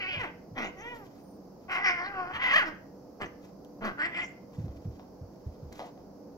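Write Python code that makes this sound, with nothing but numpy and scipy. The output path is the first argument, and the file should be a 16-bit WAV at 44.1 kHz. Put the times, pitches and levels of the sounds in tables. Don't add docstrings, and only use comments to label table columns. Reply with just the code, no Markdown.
import sys
import numpy as np
from scipy import signal
from scipy.fft import rfft, irfft
from scipy.io import wavfile
from scipy.ndimage import uniform_filter1d

SR = 44100
rng = np.random.default_rng(int(sys.argv[2]) if len(sys.argv) > 2 else 0)


def dump_mix(stems):
    frames = np.atleast_2d(stems).T
    limited = np.clip(frames, -1, 1)
    pcm = np.round(limited * 32767).astype(np.int16)
    wavfile.write(sys.argv[1], SR, pcm)


N = 280917


def amp(db):
    return 10 ** (np.asarray(db) / 20)


def unit(x):
    return x / np.sqrt(np.mean(x ** 2) + 1e-20)


def steady(x):
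    power = uniform_filter1d(uniform_filter1d(x ** 2, size=700), size=700)
    return x / np.sqrt(abs(power) + 1e-14)


def read(points, hz):
    f, value = np.transpose(points)
    return np.interp(np.log(hz + 1), np.log(f + 1), value)


def add(mix, start_s, sound):
    at = round(start_s * SR)
    sound = sound[max(-at, 0):]
    part = mix[max(at, 0):][:len(sound)]
    part += sound[:len(part)]


def colour(x, points, size=2048):
    log_gain = np.log(amp(read(points, abs(np.fft.fftfreq(size, 1 / SR)))))
    taps = np.fft.ifft(np.exp(np.conj(signal.hilbert(log_gain)))).real
    return signal.oaconvolve(x, taps)[:len(x)]


def wander(n, hz):
    rolloff = 1 + (np.fft.rfftfreq(n, 1 / SR) / hz) ** 4
    return unit(irfft(rfft(rng.standard_normal(n)) / rolloff, n))


def resonate(x, hz, width_hz):
    turn = np.exp(2j * np.pi * np.cumsum(hz) / SR)
    r = np.exp(-np.pi * width_hz / SR)
    return 2 * (turn * signal.lfilter([1 - r], [1, -r], x / turn)).real


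def formant(x, hz, width_hz, count=6):
    for _ in range(count):
        x = resonate(x, hz * np.ones(len(x)), np.sqrt(2) * width_hz)
    return x


def pulses(turns, sizes):
    at = np.flatnonzero(np.diff(np.floor(turns)) > 0)
    late = (np.floor(turns[at + 1]) - turns[at]) / (turns[at + 1] - turns[at])
    k, out = np.arange(-8, 9), np.zeros(len(turns))
    shape = np.sinc(k - late[:, None]) * np.hanning(len(k))
    np.add.at(out, np.clip(at[:, None] + k, 0, len(out) - 1), sizes[at, None] * shape)
    return out


def larynx(hz, rough, jitter, doubling, hiss, clean_hz):
    n = len(hz)
    turns = np.cumsum(hz * (1 + jitter * rough * wander(n, 170) + 0.0076 * wander(n, 63))) / SR
    beat = 1 + np.clip(doubling * rough, 0, .9) * np.cos(np.pi * turns)
    folds = steady(pulses(turns, beat * np.exp(0.14 * rough * wander(n, 250))))
    puffs = unit((.35 + np.exp(-(turns % 1) / .22)) * rng.standard_normal(n))
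    clean = 1 / (1 + (np.fft.rfftfreq(n, 1 / SR) / clean_hz) ** 8)
    drive = irfft(rfft(folds) * np.sqrt(clean) + rfft(puffs) * np.sqrt(1 - clean), n)
    low_air = irfft(rfft(puffs) * np.sqrt(clean), n)
    return folds, puffs, drive + hiss * (rough + 0.35) * low_air


# f/Hz, relative level/dB
THROAT_COLOUR = [(120, -19.5), (220, -5.5), (330, 1.5), (520, -4.5), (760, 5), (1050, 6.5), (1400, -1.5),
                 (2200, -35)]


def throat_part(folds, drive, throat_hz, chest_db):
    throat = steady(colour(formant(drive, throat_hz, 1300), THROAT_COLOUR))
    throat = throat * amp(2.49 * wander(len(drive), 30))
    return throat + amp(chest_db) * steady(formant(folds, 230, 360, count=3))


# f/Hz, relative level/dB
MOUTH_COLOUR = [(500, -1), (900, -13.5), (1200, 1.5), (1900, -1.5), (2080, 1), (2350, -3.5), (2900, 1),
                (3400, -2), (4000, -10), (5500, -34.5), (8000, -67.5)]
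TIP_WIDTH_HZ = 146
FIXED_HZ, FIXED_DB = 2270, -14.5


def mouth_part(drive, hz, mouth_hz, width_hz, ring_db, shoulder_db, strain_db):
    peak = formant(drive, mouth_hz, width_hz)
    peak = peak + amp(ring_db) * resonate(peak, mouth_hz, TIP_WIDTH_HZ)
    shoulder = amp(shoulder_db) * formant(drive, 0.72 * mouth_hz, 898)
    strain_gain = amp(strain_db + 11.6 * np.log2(hz / 500))
    strain = strain_gain * formant(drive, 1.484 * mouth_hz, 1200)
    fixed = amp(FIXED_DB) * formant(drive, FIXED_HZ, 1200)
    return steady(colour(peak + shoulder + strain + fixed, MOUTH_COLOUR))


# f/Hz, relative level/dB
UPPER_COLOUR = [(2600, -34.5), (3400, -17.5), (3900, -3), (4700, -4.5), (5400, -4), (6300, -6), (7000, -17),
                (7800, -19.5), (8500, -38.5), (9600, -27.5), (11800, -20.5), (15500, -14)]
MID_EFFORT_DB, MID_MOUTH_HZ = -32.5, 1900
TOP_HZ = 7650


def upper_part(drive, puffs, rough, mouth_hz, upper_hz, spread_db, top_db):
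    n = len(drive)
    air = (drive + 2.5 * rough * puffs) * amp(0.49 * wander(n, 60))
    moving_hz = upper_hz * (mouth_hz / MID_MOUTH_HZ) ** 0.14
    upper = steady(colour(formant(air, moving_hz, 2100) + amp(spread_db) * air, UPPER_COLOUR))
    top = amp(top_db) * unit(formant(air, TOP_HZ, 750))
    return (upper + top) * amp(1.423 * wander(n, 45))


THROAT_DB_PER_EFFORT_DB, UPPER_DB_PER_EFFORT_DB = 0.49, 1.35
THROAT_DB_PER_OCT, UPPER_DB_PER_OCT = -5.5, 1
FADE_S = 0.016
RASP_DB, RASP_HZ = 2.5, 90


def call(rows, throat_db, upper_db, jitter, doubling, hiss, clean_hz, width_hz, ring_db, shoulder_db,
         strain_db, throat_hz, upper_hz, spread_db, top_db, chest_db=-18):
    s, *columns = np.transpose(rows)
    t = np.arange(s[0], s[-1], 1 / SR)
    hz, rough, mouth_hz, effort_db = (np.interp(t, s, c) for c in columns)
    rough = np.clip(rough, 0, 1)
    folds, puffs, drive = larynx(hz, rough, jitter, doubling, hiss, clean_hz)
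    throat = throat_part(folds, drive, throat_hz, chest_db)
    mouth = mouth_part(drive, hz, mouth_hz, width_hz, ring_db, shoulder_db, strain_db)
    upper = upper_part(drive, puffs, rough, mouth_hz, upper_hz, spread_db, top_db)

    push_db, opening_oct = effort_db - MID_EFFORT_DB, np.log2(mouth_hz / MID_MOUTH_HZ)
    throat_gain = amp(throat_db + THROAT_DB_PER_EFFORT_DB * push_db + THROAT_DB_PER_OCT * opening_oct)
    upper_gain = amp(upper_db + UPPER_DB_PER_EFFORT_DB * push_db + UPPER_DB_PER_OCT * opening_oct)
    voice = amp(effort_db) * mouth + throat_gain * throat + upper_gain * upper
    fade = np.sin(np.pi / 2 * np.clip(np.minimum(t - t[0], t[-1] - t) / FADE_S, 0, 1))
    rasp = amp(RASP_DB * rough * wander(len(t), RASP_HZ))
    out = np.zeros(N)
    add(out, s[0], voice * fade * rasp)
    return out


# t/s, pitch f/Hz, roughness 0-1, mouth f/Hz, effort level/dB
CRY_COURSE = [(-.02, 402.3, 0.24, 2200, -31), (.005, 402.6, 0.31, 2130, -34.5),
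              (.033, 373.4, 0.18, 2200, -31.5), (.055, 374, 0, 1940, -35), (.09, 374.3, 0.18, 2350, -32.5),
              (.14, 355, 0.18, 2420, -32.5), (.17, 317.4, 0.6, 2340, -36.5), (.195, 296, 0.7, 2300, -33)]


def cry():
    return call(CRY_COURSE, throat_db=-46.5, upper_db=-56, jitter=0.07, doubling=.47, hiss=1.0,
                clean_hz=6000, width_hz=1310, ring_db=-5, shoulder_db=-3.5, strain_db=-16,
                throat_hz=540, upper_hz=4500, spread_db=-9.0, top_db=-37)


# f/Hz, relative level/dB per Hz
AIR_COLOUR = [(25, -24), (50, -11), (90, -10), (140, -5), (200, -2), (300, -3), (400, -6), (520, -5),
              (750, -11), (1100, -20), (1800, -35), (3600, -45), (4800, -30), (5800, -31), (7200, -42),
              (8600, -56), (10000, -49), (12000, -39), (15500, -41)]
# f/Hz, level/dB before port gain
HUM_TONES = [(192, -60.5), (288, -60), (488, -61.5)]
# f/Hz, likeness 0-1
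LIKENESS = [(60, 0.86), (250, 0.89), (600, 0.6), (1200, 0.52), (2500, 0.062), (15000, 0)]
AIR_DB = -51


def background(waver=0.46):
    hz = np.fft.rfftfreq(N, 1 / SR)
    a, b = rfft(rng.standard_normal((2, N)))
    same = np.clip(read(LIKENESS, hz), -1, 1)
    pair = np.array([a, same * a + np.sqrt(1 - same ** 2) * b])
    air = unit(irfft(pair * amp(read(AIR_COLOUR, hz)), N))
    hum = np.zeros(N)
    for f, db in HUM_TONES:
        swell = 1 + waver * wander(N, 3.1)
        turns = np.cumsum(f + 6 * wander(N, 7.86)) / SR
        hum += amp(db) * unit(swell * np.sin(2 * np.pi * turns))
    return (amp(AIR_DB) * air + hum) * amp([[-.8], [.8]])


# f/Hz, relative level/dB
CUSHION_COLOUR = [(20, -37.5), (35, -18), (48, 5.5), (65, -9), (88, 0.5), (130, -3), (220, -19.5),
                  (600, -33), (2000, -79)]
RUMBLE_DB, REST_DB = -62.5, -80
RUMBLE_DB_PER_STRUGGLE_DB, SETTLE_S = 0.15, 0.037


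def cushions(struggle):
    window = np.hanning(round(2 * SETTLE_S * SR))
    power = signal.fftconvolve(struggle ** 2, window / window.sum(), "same")
    vigour = np.sqrt(abs(power)) / amp(MID_EFFORT_DB)
    rumble = unit(colour(rng.standard_normal(N), CUSHION_COLOUR, size=8192))
    return rumble * (amp(REST_DB) + amp(RUMBLE_DB) * vigour ** RUMBLE_DB_PER_STRUGGLE_DB)


# t/s, pitch f/Hz, roughness 0-1, mouth f/Hz, effort level/dB
SQUEAL_COURSE = [(.125, 616, 0.18, 2730, -34), (.178, 546.3, 0.75, 2160, -50),
                 (.205, 505.7, 0.22, 1920, -31), (.228, 452.6, 0.14, 1740, -38.5),
                 (.243, 374.2, 0.32, 1690, -32.5), (.256, 309, 0.58, 1870, -38), (.32, 286, .5, 1900, -59)]


def squeal():
    return call(SQUEAL_COURSE, throat_db=-41.5, upper_db=-54.5, jitter=0.055, doubling=0.15, hiss=0.7,
                clean_hz=3800, width_hz=1780, ring_db=-23, shoulder_db=-34, strain_db=-20,
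                throat_hz=540, upper_hz=5400, spread_db=21, top_db=-15)


# t/s, relative level/dB, factor on sofa f
LANDINGS = [(0.166, -27, 1.23), (0.512, -32.5, 1.34), (2.336, -34.5, 1.06), (3.218, -37, 1.02),
            (4.58, -20, 1.32), (4.635, -21.5, 1.24), (4.652, -35.5, 2.33), (4.685, -28, 0.85),
            (4.759, -34, 0.88), (4.851, -22.5, 1.31), (4.878, -24, 0.93), (5.211, -27.5, 1.07),
            (5.462, -22.5, 0.92), (5.623, -29, 1.2), (5.655, -30, 0.89)]
# f/Hz, relative level/dB, t60/s
SOFA_MODES = [(53.4, -17.5, 0.28), (87.4, -2.5, 0.16), (110, 9.5, 0.052), (169, -11.5, 0.093),
              (262.5, -32.5, 0.92)]


def thumps(rise_s=0.011):
    out, t = np.zeros(N), np.arange(SR // 2) / SR
    for s, db, pitch in LANDINGS:
        ring = sum(amp(mode_db - 60 * t / t60_s) * np.sin(2 * np.pi * hz * pitch * t)
                   for hz, mode_db, t60_s in SOFA_MODES)
        add(out, s, amp(db) * ring * (1 - np.exp(-(t / rise_s) ** 2)))
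    return out


EDGE_DB, HOLD_RISE_DB, RELEASE_S = -18.5, 0.5, 0.056


def burst(start_s, length_s, attack_s, effort_db, first_hz, last_hz, first_mouth_hz, last_mouth_hz, rough):
    t = np.sort([0, attack_s, length_s - RELEASE_S, length_s])
    hz = np.interp(t, [0, length_s], [first_hz, last_hz])
    mouth_hz = np.interp(t, [0, length_s], [first_mouth_hz, last_mouth_hz])
    level_db = effort_db + np.array([EDGE_DB, 0, HOLD_RISE_DB, EDGE_DB])
    return np.transpose([start_s + t, hz, np.full(len(t), rough), mouth_hz, level_db])


# t/s, length/s, attack/s, effort level/dB, first and last pitch f/Hz, first and last mouth f/Hz,
# roughness 0-1, throat, upper and strain level/dB, upper f/Hz, top level/dB
SNARL_CALLS = [(0.549, 0.16, 0.034, -35, 270.7, 164.7, 1770, 2250, 0.61, -39, -51.5, 10.5, 5800, -29),
               (2.628, 0.11, 0.043, -39, 346.5, 274, 1590, 1450, 0.38, -43.5, -44.5, -18, 5400, -43),
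               (3.195, .082, 0.027, -34, 227.4, 157.7, 1680, 1770, 0.604, -39.5, -51.5, -39, 4800, -9),
               (3.805, 0.13, 0.041, -33, 222.1, 190.2, 1374, 1480, .6, -39, -53, -26, 4800, -22)]


def snarls():
    out = np.zeros(N)
    for *course, throat_db, upper_db, strain_db, upper_hz, top_db in SNARL_CALLS:
        out += call(burst(*course), throat_db, upper_db, chest_db=-6.5, jitter=.12, doubling=.22, hiss=0.93,
                    clean_hz=4500, width_hz=1910, ring_db=1.5, shoulder_db=1.5, strain_db=strain_db,
                    throat_hz=397, upper_hz=upper_hz, spread_db=8, top_db=top_db)
    return out


# t/s, length/s, level/dB, f/Hz
SPITS = [(0.621, 0.098, -61, 6500), (0.757, 0.09, -59.5, 6000), (2.015, 0.084, -53.5, 4150),
         (3.233, 0.064, -61, 6000), (4.132, 0.22, -61.5, 7060), (4.194, 0.11, -59, 5700)]


def hisses(width_hz=1500, flutter_db=2.5):
    out = np.zeros(N)
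    for s, length_s, db, hz in SPITS:
        n = round(length_s * SR)
        air = unit(formant(rng.standard_normal(n), hz, width_hz))
        add(out, s, amp(db + flutter_db * wander(n, 70)) * np.hanning(n) * air)
    return out


# t/s, length/s, level/dB
STROKES = [(0.652, 0.7, -60), (1.57, 0.16, -67), (3.37, .16, -58), (4.475, 0.24, -59.5),
           (4.543, 0.62, -64.5), (5.251, 0.67, -67), (5.694, 0.25, -55.5)]
# f/Hz, relative level/dB
CLOTH_COLOUR = [(600, 14), (2000, 8), (3500, 3.5), (6000, 1), (7500, 1), (8600, -17), (12000, -6),
                (15500, -10)]


def rustles():
    strokes = np.zeros(N)
    for s, length_s, db in STROKES:
        add(strokes, s, amp(db) * np.hanning(round(length_s * SR)))
    grain = amp(2.7 * wander(N, 1100) + 4.4 * wander(N, 23))
    return strokes * unit(colour(rng.standard_normal(N) * grain, CLOTH_COLOUR))


# t/s, pitch f/Hz, roughness 0-1, mouth f/Hz, effort level/dB
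MEW_COURSE = [(.748, 383, 0.17, 1900, -68), (.79, 378, .04, 1900, -50), (.805, 406, 0.043, 1890, -49.5),
              (.824, 449.7, 0.047, 1970, -46.5), (.876, 477.3, 0.025, 1900, -41),
              (.902, 489, 0.022, 2220, -46), (.93, 482, .03, 1950, -45.5), (.99, 445.5, .04, 1530, -57),
              (1.055, 366.4, 0.052, 1290, -60.5)]


def mew():
    return call(MEW_COURSE, throat_db=-40.0, upper_db=-56.0, jitter=0.081, doubling=0.24, hiss=0.59,
                clean_hz=4500, width_hz=2100, ring_db=3.5, shoulder_db=-61, strain_db=-4,
                throat_hz=530, upper_hz=6000, spread_db=-13, top_db=-15)


# t/s, length/s, top f/Hz, drop at the ends/Hz, level/dB
WHISTLE_ARCHES = [(0.772, 0.18, 11400, 335, -79), (0.938, 0.12, 12900, 587, -72),
                  (1.07, 0.42, 14500, 3310, -79), (1.178, 0.2, 9360, 550, -75.5),
                  (3.62, 0.42, 12530, 900, -81)]


def whistles(waver_hz=90, flicker_db=3):
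    out = np.zeros(N)
    for s, length_s, top_hz, drop_hz, db in WHISTLE_ARCHES:
        u = np.linspace(-1, 1, round(length_s * SR))
        hz = top_hz - drop_hz * u ** 2 + waver_hz * wander(len(u), 150)
        level = amp(db + flicker_db * wander(len(u), 27)) * np.sqrt(1 - u ** 2)
        add(out, s, level * np.sin(2 * np.pi * np.cumsum(hz) / SR))
    return out


YELP_CALLS = [(1.68, 0.15, 0.04, -29, 373.3, 364.3, 2120, 2100, 0.41, -38, -57, -28, 5200, -18),
              (2.314, .088, 0.062, -34, 414, 469.3, 1847, 1710, 0.56, -43.5, -54.5, 3, 4500, -21.5)]


def yelps():
    out = np.zeros(N)
    for *course, throat_db, upper_db, strain_db, upper_hz, top_db in YELP_CALLS:
        out += call(burst(*course), throat_db, upper_db, jitter=0.086, doubling=0.56, hiss=0.96,
                    clean_hz=3018, width_hz=1320, ring_db=5.5, shoulder_db=5.5, strain_db=strain_db,
                    throat_hz=884, upper_hz=upper_hz, spread_db=7.5, top_db=top_db)
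    return out


# t/s, pitch f/Hz, roughness 0-1, mouth f/Hz, effort level/dB
YOWL_COURSE = [(1.78, 385.6, 0.47, 2010, -41), (1.825, 397, 0.49, 2000, -34),
               (1.852, 405.7, 0.53, 2040, -23.5), (1.88, 363.3, 0.45, 2100, -19.5),
               (1.905, 360.9, 0.34, 2130, -25), (1.96, 351, 0.37, 2030, -35), (1.99, 351.8, .35, 2040, -32),
               (2.04, 363, 0.32, 1830, -34.5), (2.075, 399.7, 0.34, 1600, -36),
               (2.11, 400.6, 0.12, 1373, -44), (2.19, 369.7, 0.0506, 1200, -36),
               (2.26, 350.3, .25, 1273, -40.5), (2.33, 391, 0.4, 1397, -41)]


def yowl():
    return call(YOWL_COURSE, throat_db=-40, upper_db=-56.5, jitter=.045, doubling=0.25, hiss=0.512,
                clean_hz=2350, width_hz=780, ring_db=-3.5, shoulder_db=-6.5, strain_db=-15,
                throat_hz=790, upper_hz=5140, spread_db=-10.0, top_db=-34)


# t/s, pitch f/Hz, roughness 0-1, mouth f/Hz, effort level/dB
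SCREAM_COURSE = [(2.385, 475.7, 0.35, 1680, -40), (2.425, 544, .38, 1990, -28.5),
                 (2.46, 498.4, .62, 2010, -25.5), (2.485, 508.5, .55, 2020, -27.5),
                 (2.52, 543.4, 0.695, 1940, -23.5), (2.543, 563.3, .15, 1762, -18.5),
                 (2.553, 609.3, 0.11, 1830, -24.5), (2.564, 634, 0.11, 1900, -14.5),
                 (2.571, 648.5, .7, 1547, -21.5), (2.58, 638, 0.13, 1906, -19.5),
                 (2.607, 503.3, 0.08, 1598, -24), (2.63, 411.7, 0.22, 1437, -27.5),
                 (2.66, 347, 0.62, 1590, -44.5)]


def scream():
    return call(SCREAM_COURSE, throat_db=-40.0, upper_db=-59.5, jitter=0.05, doubling=0.82, hiss=0.85,
                clean_hz=5200, width_hz=1070, ring_db=1.5, shoulder_db=-3, strain_db=-8,
                throat_hz=797, upper_hz=4860, spread_db=8, top_db=-40)


# t/s, relative level/dB, e-fold decay/s
CATCHES = [(3.648, -45, .001), (5.335, -62, .003), (5.36, -62, .003), (5.721, -48, .002),
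           (5.726, -41, .003), (5.755, -49, .01)]


def claws():
    out, t = np.zeros(N), np.arange(SR // 5) / SR
    for s, db, decay_s in CATCHES:
        add(out, s, amp(db) * unit(rng.standard_normal(len(t)) ** 3) * np.exp(-t / decay_s))
    return colour(out, CLOTH_COLOUR)


# t/s, pitch f/Hz, roughness 0-1, mouth f/Hz, effort level/dB
SQUALL_COURSE = [(3.968, 270.5, 0.61, 1430, -52), (3.99, 297.7, 0.26, 1400, -34.5),
                 (4.004, 295, 0.11, 1460, -27), (4.018, 303.5, 0.5, 1550, -28.5),
                 (4.032, 315.1, 0.19, 1850, -28), (4.063, 343.4, 0.57, 1970, -30),
                 (4.086, 345.7, 0.44, 1840, -41), (4.125, 336.7, 0.74, 1910, -44.5),
                 (4.165, 347.4, 0.45, 2110, -30.5), (4.187, 351.3, 0.7, 1950, -30),
                 (4.226, 354.3, 0.34, 2110, -33.5), (4.258, 336, 0.35, 2080, -40)]


def squall():
    return call(SQUALL_COURSE, throat_db=-46.5, upper_db=-60.5, jitter=0.05, doubling=0.57, hiss=0.99,
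                clean_hz=5000, width_hz=1100, ring_db=0, shoulder_db=-5.0, strain_db=-4.5,
                throat_hz=470, upper_hz=4800, spread_db=-12, top_db=-8)


# t/s, relative level/dB
KNOCK_HITS = [(4.682, -17), (4.996, -14), (5.794, -1), (5.803, -3), (5.82, -17), (5.829, -14), (5.977, -19)]
# f/Hz, relative level/dB
KNOCK_COLOUR = [(150, -15), (450, 5.5), (750, 15.5), (1100, 4), (1700, -6), (3500, -9.5), (6000, -17),
                (8500, -50.5), (15000, -37)]


def knocks(decay_s=0.055):
    out, t = np.zeros(N), np.arange(SR // 10) / SR
    for s, db in KNOCK_HITS:
        rattle = 0.03 * rng.standard_normal(len(t)) * np.exp(-t / decay_s)
        add(out, s, amp(db) * ((t == 0) + rattle))
    return colour(out, KNOCK_COLOUR)


# f/Hz, t60/s
ROOM_DECAY = [(150, .2), (600, .42), (2000, .4), (5000, .33), (14000, .08)]
# f/Hz, level/dB relative to the tail, t60/s
ROOM_LINGER = [(1550, -18, .3), (2090, -29, .3)]


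def room(x, early_db=-11, tail_db=-16.5):
    t = np.arange(SR) / SR
    taps = rng.choice([-1., 1.], (2, SR)) * (rng.random((2, SR)) < 3000 / SR) * (t > .008)
    hz, frame_s, z = signal.stft(taps, SR, nperseg=256)
    fall = amp(-60 * frame_s / read(ROOM_DECAY, hz)[:, None])
    tail = signal.istft(z * fall, SR, nperseg=256)[1][:, :SR]
    linger = np.zeros((2, SR))
    for f, db, t60_s in ROOM_LINGER:
        ring = np.array([formant(side, f, 200, count=3) for side in taps])
        linger += amp(db) * unit(ring * amp(-60 * t / t60_s))
    early = np.zeros((2, SR))
    at = (SR * rng.uniform(.0005, .01, (2, 16))).astype(int)
    np.put_along_axis(early, at, rng.choice([-1., 1.], at.shape), 1)
    response = (amp(early_db) * unit(early) + amp(tail_db) * (unit(tail) + linger)) / np.sqrt(SR)
    return signal.fftconvolve(x[None], response, axes=1)[:, :N]


# f/Hz, phase/rad
PORT_LAG = [(0, 0), (860, .7), (1380, 1.8), (2700, 1.95), (3100, 4.4), (4740, 5.3), (7000, 8.0),
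            (16000, 17.3)]
# f/Hz, level/dB
PORT_LEAN = [(200, -2), (500, -2), (1200, 1.5), (2300, .5), (4400, -1.5), (8000, 3), (14000, 1.5)]


def ports(near):
    hz = np.fft.rfftfreq(2 * N, 1 / SR)
    lag = np.interp(hz, *np.transpose(PORT_LAG))
    lean = amp(read(PORT_LEAN, hz) / 2)
    pair = np.array([lean, np.exp(-1j * lag) / lean])
    return amp(-1.98) * irfft(rfft(near, 2 * N) * pair)[:, :N]


def scene():
    voices = cry() + squeal() + snarls() + mew() + yelps() + yowl() + scream() + squall()
    blows = thumps()
    near = voices + hisses() + rustles() + amp(-0.5) * claws() + amp(-6.5) * knocks()
    sofa = (blows + cushions(voices + blows)) * amp([[-.7], [.7]])
    return ports(near) + room(near) + sofa + whistles() + background()


EDGE_HZ = 15850


def record(dry):
    taps = signal.firwin(511, EDGE_HZ, window=("kaiser", 9), fs=SR)
    return signal.oaconvolve(dry, taps[None], "same")


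dry = scene()
out = record(dry)
dump_mix(out)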